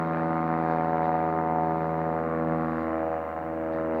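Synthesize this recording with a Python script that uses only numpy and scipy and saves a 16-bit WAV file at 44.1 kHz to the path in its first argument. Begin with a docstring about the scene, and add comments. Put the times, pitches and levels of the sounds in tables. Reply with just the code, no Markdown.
"""A rasping drone, its pitch slowly sinking: a small seaplane passing far off across calm water.
Each propeller blade sends a pulse; uneven cylinders add weak lines between the blade harmonics.
Over the long path to the microphone the tone swells and fades; its colour shifts as it clears a hill.
A wooded shore smears it into a wash. Close by are still air, microphone hiss and a faint camera whine."""
import sys
import numpy as np
from scipy import signal
from scipy.fft import rfft, irfft, next_fast_len
from scipy.io import wavfile
from scipy.ndimage import uniform_filter1d, map_coordinates

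SR = 44100
rng = np.random.default_rng(int(sys.argv[2]) if len(sys.argv) > 2 else 0)


def transcribe(u):
    """Save the signal u as a 16-bit wav file named by the first command-line argument.

    u: samples, shape (n,) or (channels, n), limited to [-1, 1]; the rate is SR.
    q: integer samples, one column per channel.
    """
    v = np.clip(np.atleast_2d(u).T, -1, 1)
    q = np.round(v * 32767).astype(np.int16)
    wavfile.write(sys.argv[1], SR, q)


N = 176400

# Blade passes as heard at the microphone (time [s], rate [Hz])
BLADE_RATE = [(0, 81.65), (.4, 81.57), (1.05, 81.25), (1.5, 81.21), (2.0, 81.09), (2.5, 80.95),
              (3.0, 80.76), (3.4, 80.66), (4, 80.27)]
# Harmonics 1-16 in front of the hill, at its tip and past it (harmonic [number], relative level [dB])
TONE_BEFORE = [(1, -21.5), (2, -1), (3, -7), (4, -2.5), (5, -10.5), (6, -12), (7, -6.5), (8, -15), (9, 3.5),
               (10, -11.0), (11, -4), (12, -8.5), (13, -10.5), (14, -17.5), (15, -9), (16, -17)]
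TONE_TIP = [(1, -12), (2, 0.0), (3, -2), (4, -4.5), (5, -15.5), (6, -1.5), (7, -5), (8, -8), (9, -6),
            (10, -7), (11, -16), (12, -17), (13, -7.5), (14, -6), (15, -10.5), (16, -13)]
TONE_AFTER = [(1, -14.5), (2, -3.5), (3, -9.5), (4, 1), (5, -20), (6, -2.5), (7, 1.5), (8, 0), (9, 4.5),
              (10, -2), (11, -13), (12, -11.5), (13, -7.5), (14, -14.5), (15, -10), (16, -11.5)]
# The plane's place by the hill; beyond 2 the tone flattens (time [s], stage [0 before, 1 tip, 2 past])
HILL_STAGE = [(0, 0.15), (2.05, 0), (2.35, 0.84), (2.7, 0.84), (2.95, 1.7), (4, 2.8)]
# Harmonics 17-32 (harmonic [number], level against the mean of 13-16 [dB])
TONE_TOP = [(17, -3), (18, -6), (20, -17), (22, -13), (26, -15), (28, -26.5), (32, -45)]
# Swell and fade of each register across the water, before its trim (time [s], level [dB])
FUNDAMENTAL = [(0, -52), (.8, -49.5), (2.8, -46.5), (3.4, -50), (4, -48.5)]
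HUM = [(0.0, -33.5), (0.64, -35), (1.04, -36.5), (1.32, -37), (2.0, -34.5), (2.28, -40), (2.52, -32.5),
       (2.76, -39), (2.88, -47.5), (3.2, -46.5), (3.32, -60), (3.44, -46), (3.68, -48), (3.8, -41.5),
       (3.99, -47.5)]
BASS = [(0.0, -34.5), (0.24, -31), (0.68, -31.5), (0.8, -34), (1.72, -33), (1.88, -37.5), (2.0, -34.5),
        (2.08, -36), (2.32, -34), (2.44, -29.5), (3.0, -32), (3.28, -48), (3.48, -36), (3.99, -31.5)]
MIDDLE = [(0.0, -37.0), (0.28, -33), (0.36, -38.5), (0.6, -35), (0.68, -33.0), (0.96, -31.5), (1.36, -33.0),
          (1.48, -33.5), (2.0, -33), (2.32, -32), (2.56, -31.5), (2.68, -37.5), (3.08, -29.5),
          (3.32, -37.5), (3.44, -38.5), (3.72, -31.0), (3.99, -30.5)]
UPPER = [(0.0, -35), (0.6, -31.5), (1.12, -27.5), (1.36, -31.5), (1.6, -27.5), (1.8, -33), (2.16, -33.5),
         (2.32, -41.5), (2.56, -33.5), (2.76, -41), (3.16, -33.5), (3.24, -41), (3.4, -36.5), (3.52, -42.5),
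         (3.76, -42), (3.84, -45.5), (3.99, -38)]
TREBLE = [(0.0, -36.5), (0.52, -36.0), (0.96, -39.5), (1.52, -38), (1.64, -40.5), (1.76, -39.5),
          (2.12, -41), (2.32, -37.5), (2.44, -40.5), (2.56, -37.5), (2.96, -38.5), (3.04, -42),
          (3.32, -41.0), (3.56, -49.5), (3.8, -41), (3.99, -44)]
# Colour of the blade rasp and the sizzle above it (frequency [Hz], relative density [dB])
RASP_COLOUR = [(200, -26), (450, -5.5), (850, 3), (1150, -8.5), (1380, -8), (1650, 0), (2000, -11),
               (2350, -13), (2700, -26.5), (3200, -30.5), (4500, -64.5)]
SIZZLE_COLOUR = [(2000, -27.5), (3200, -7), (3800, 1), (4500, -3.5), (5300, -13.5), (7000, -26),
                 (12000, -42)]
# Rasp at the microphone, and sizzle before its trim (time [s], level [dB])
RASP_LEVEL = [(0, -47.5), (.1, -43), (.18, -37), (.3, -45.5), (.75, -41.5), (1.12, -41.5), (1.4, -50),
              (2, -48), (2.9, -45), (3.5, -49.5), (3.8, -46), (4, -46.5)]
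SIZZLE_LEVEL = [(0.05, -68.5), (0.59, -69), (0.72, -64), (0.77, -68), (1.0, -70.5), (1.05, -62.5),
                (1.11, -68.5), (1.55, -76), (1.69, -70), (2.27, -75.5), (2.83, -69), (2.87, -74),
                (3.71, -81.5), (3.73, -66.5), (3.9, -83), (3.96, -70)]
# Exhaust lines (harmonic of the four-stroke cycle [number], starting level [dB])
EXHAUST_LINES = [(5, -70), (9, -55.5), (11, -53.5), (13, -52.5), (15, -54.5), (17, -61), (29, -54.5),
                 (31, -57), (33, -56.5), (35, -59), (43, -60), (53, -61)]
# Colour of the shore wash and of a narrow hiss (frequency [Hz], relative density [dB])
WASH_COLOUR = [(60, -41.5), (120, -13), (170, -5), (280, -3), (370, -10), (450, -5), (550, -5), (700, -7.5),
               (780, -12), (900, -3.5), (1250, -10), (2000, -17), (2600, -29), (3300, -42.5), (5000, -68.5)]
HISS_COLOUR = [(2000, -30), (2450, -1), (2850, 3), (3050, -12.5), (3400, -36)]
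# Wash and narrow hiss at the microphone (time [s], level [dB])
WASH_LEVEL = [(0, -39.5), (.8, -38.8), (1.7, -40.3), (2.4, -41), (3.3, -43), (4, -42.5)]
HISS_LEVEL = [(0, -71), (1.7, -76.5), (2.6, -72.5), (3.1, -65), (3.5, -71), (4, -67)]
# Still air and microphone hiss (frequency [Hz], relative density [dB])
FLOOR_COLOUR = [(20, 26), (60, 24), (200, 26), (1000, 16.5), (5000, 1), (7000, 0.5), (10000, -2),
                (12500, -1.5), (14300, -5), (15700, 4.5)]


def propeller(passes, jitter_s=.000022, spread_rad=.0059, smear_rad=1.1, fade_db=1.2, scatter_db=.09):
    """Slightly uneven blade pulses, whose harmonics swell and fade on the way over the water."""
    tone_db = tone_around_hill()
    k = np.arange(1, len(tone_db) + 1)[:, None]
    strength = amp(tone_db + fade_db * np.array([wobble(6) for _ in k]))
    jitter = jitter_s * curve(BLADE_RATE) * (wobble(80) + wobble(38))
    angle = 2 * np.pi * k * (passes + jitter) - spread_rad * k ** 2  # treble trails bass in each pulse
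    # Second paths to the microphone shift the phases of the low harmonics.
    smear = smear_rad / (1 + (k / 10) ** 4) * np.array([wobble(.9) for _ in k])
    phase = angle + smear + pulse_phases(tone_db.mean(1))[:, None]
    lines = -np.sqrt(2) * np.cos(phase) * amp(scatter_db * k * wobble(75))
    edges = [0, 1, 2, 4, 8, 12, len(k)]  # harmonics split into registers, each with a trim in dB
    levels = [curve(FUNDAMENTAL), curve(HUM), curve(BASS) - 1.15, curve(MIDDLE) + .23,
              curve(UPPER) + .6, curve(TREBLE) - .4]
    drone = np.zeros(N)
    for low, high, level in zip(edges, edges[1:], levels):
        register = (strength[low:high] * lines[low:high]).sum(0)
        drone += amp(level) * register / np.linalg.norm(strength[low:high], axis=0)
    return drone


def tone_around_hill():
    """Relative dB of each blade harmonic through time; the colour shifts as the plane clears the hill."""
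    stage = curve(HILL_STAGE)
    tones = np.array([TONE_BEFORE, TONE_TIP, TONE_AFTER])[:, :, 1]
    low = tones.T @ np.array([np.clip(1 - abs(stage - i), 0, 1) for i in range(len(tones))])
    top = np.interp(np.arange(17, 33), *np.transpose(TONE_TOP))
    return np.vstack([low, low[-4:].mean(0) + top[:, None]])


def blade_rasp(passes, tightness=1.7, lag_periods=.044, scatter_db=1.7, sizzle_trim_db=-1):
    """A burst of turbulence with every blade, and a faint sizzle above it."""
    bursts = np.exp(tightness * (np.cos(2 * np.pi * (passes - lag_periods)) - 1))
    bursts *= amp(scatter_db * wobble(80))
    rasp = coloured(bursts * rng.standard_normal(N), RASP_COLOUR)
    sizzle = coloured((bursts + .6) * rng.standard_normal(N), SIZZLE_COLOUR)  # part pulsed, part steady
    return amp(curve(RASP_LEVEL)) * rasp + amp(curve(SIZZLE_LEVEL) + sizzle_trim_db) * sizzle


def exhaust(passes, blades_per_cycle=4, flutter_db=1.2, fall_db_per_s=.5):
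    """Unequal cylinders repeat every two revolutions and put a burble between the blade lines."""
    cycles = passes / blades_per_cycle
    burble = np.zeros(N)
    for k, db in EXHAUST_LINES:
        peak = np.sqrt(2) * amp(db + flutter_db * wobble(6.2))
        burble += peak * np.sin(2 * np.pi * (k * cycles + rng.random()))
    return burble * amp(-fall_db_per_s * np.arange(N) / SR)


def shore_wash(patchy_db=1.0):
    """Engine noise scattered by the hill and trees reaches the microphone as a patchy rush."""
    spectra = signal.stft(rng.standard_normal(N), nperseg=1024)[2]
    patches = uniform_filter1d(rng.standard_normal(spectra.shape), size=6, axis=0)  # across frequency
    patches = uniform_filter1d(patches, size=12, axis=1)  # across time
    rush = signal.istft(spectra * amp(patchy_db * unit(patches)), nperseg=1024)[1][:N]
    return amp(curve(WASH_LEVEL)) * coloured(rush, WASH_COLOUR)


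def narrow_hiss():
    """A thin band of hiss that grows late in the pass."""
    return amp(curve(HISS_LEVEL)) * coloured(rng.standard_normal(N), HISS_COLOUR)


def still_air(level_db=-63.5):
    """The steady floor: quiet air around the microphone, and the microphone's own hiss."""
    return amp(level_db) * coloured(rng.standard_normal(N), FLOOR_COLOUR)


def camera_whine(pitch_hz=15000, frame_hz=30, level_db=-79):
    """The camera's thin whine, chopped at its frame rate."""
    t = np.arange(N) / SR
    chop = np.sign(np.sin(2 * np.pi * frame_hz * t))
    return amp(level_db) * unit(np.sin(2 * np.pi * pitch_hz * t) * chop)


def amp(db):
    """Decibels to gain."""
    return 10 ** (np.asarray(db) / 20)


def unit(x):
    """Scale to rms 1."""
    return x / np.sqrt(np.mean(x ** 2) + 1e-20)


def curve(rows):
    """(time [s], value) points as one value per sample."""
    return np.interp(np.arange(N) / SR, *np.transpose(rows))


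def wobble(rate):
    """A smooth random curve, rate knots a second."""
    knots = rng.standard_normal(1024)
    return map_coordinates(knots, [np.arange(N) * rate / SR], mode="wrap")


def filtered(x, response):
    """Filter x with a gain given as a function of frequency in Hz."""
    size = next_fast_len(N + 8192)
    return irfft(rfft(x, size) * response(np.fft.rfftfreq(size, 1 / SR)), size)[:N]


def coloured(x, colour):
    """Shape x by (frequency [Hz], relative density [dB]) points, at rms 1."""
    points_hz, db = np.transpose(colour)
    return unit(filtered(x, lambda hz: amp(np.interp(np.log(hz + 1), np.log(points_hz), db))))


def pulse_phases(db, size=128):
    """Phases that make these harmonics one sharp pulse followed by its ringing."""
    levels = np.pad(db, (1, size // 2 - len(db)), mode="edge")
    cepstrum = irfft(np.log(amp(levels)))
    return rfft(2 * cepstrum[:size // 2], size).imag[1:len(db) + 1]


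def scene():
    """Far across the water one shaft drives propeller and exhaust, over a quiet background."""
    blade_hz = curve(BLADE_RATE) + .04 * wobble(5.5)  # the speed wavers slightly
    passes = np.cumsum(blade_hz) / SR  # running count of blade passes
    floor = still_air()
    hiss = narrow_hiss()
    return (propeller(passes) + exhaust(passes) + blade_rasp(passes) + shore_wash() + hiss + floor)[None]


def record(dry):
    """One microphone channel; the camera adds its whine and keeps nothing above its band limit."""
    return filtered(dry[0] + camera_whine(), lambda hz: hz < 15760)[None]


dry = scene()
out = record(dry)
transcribe(out)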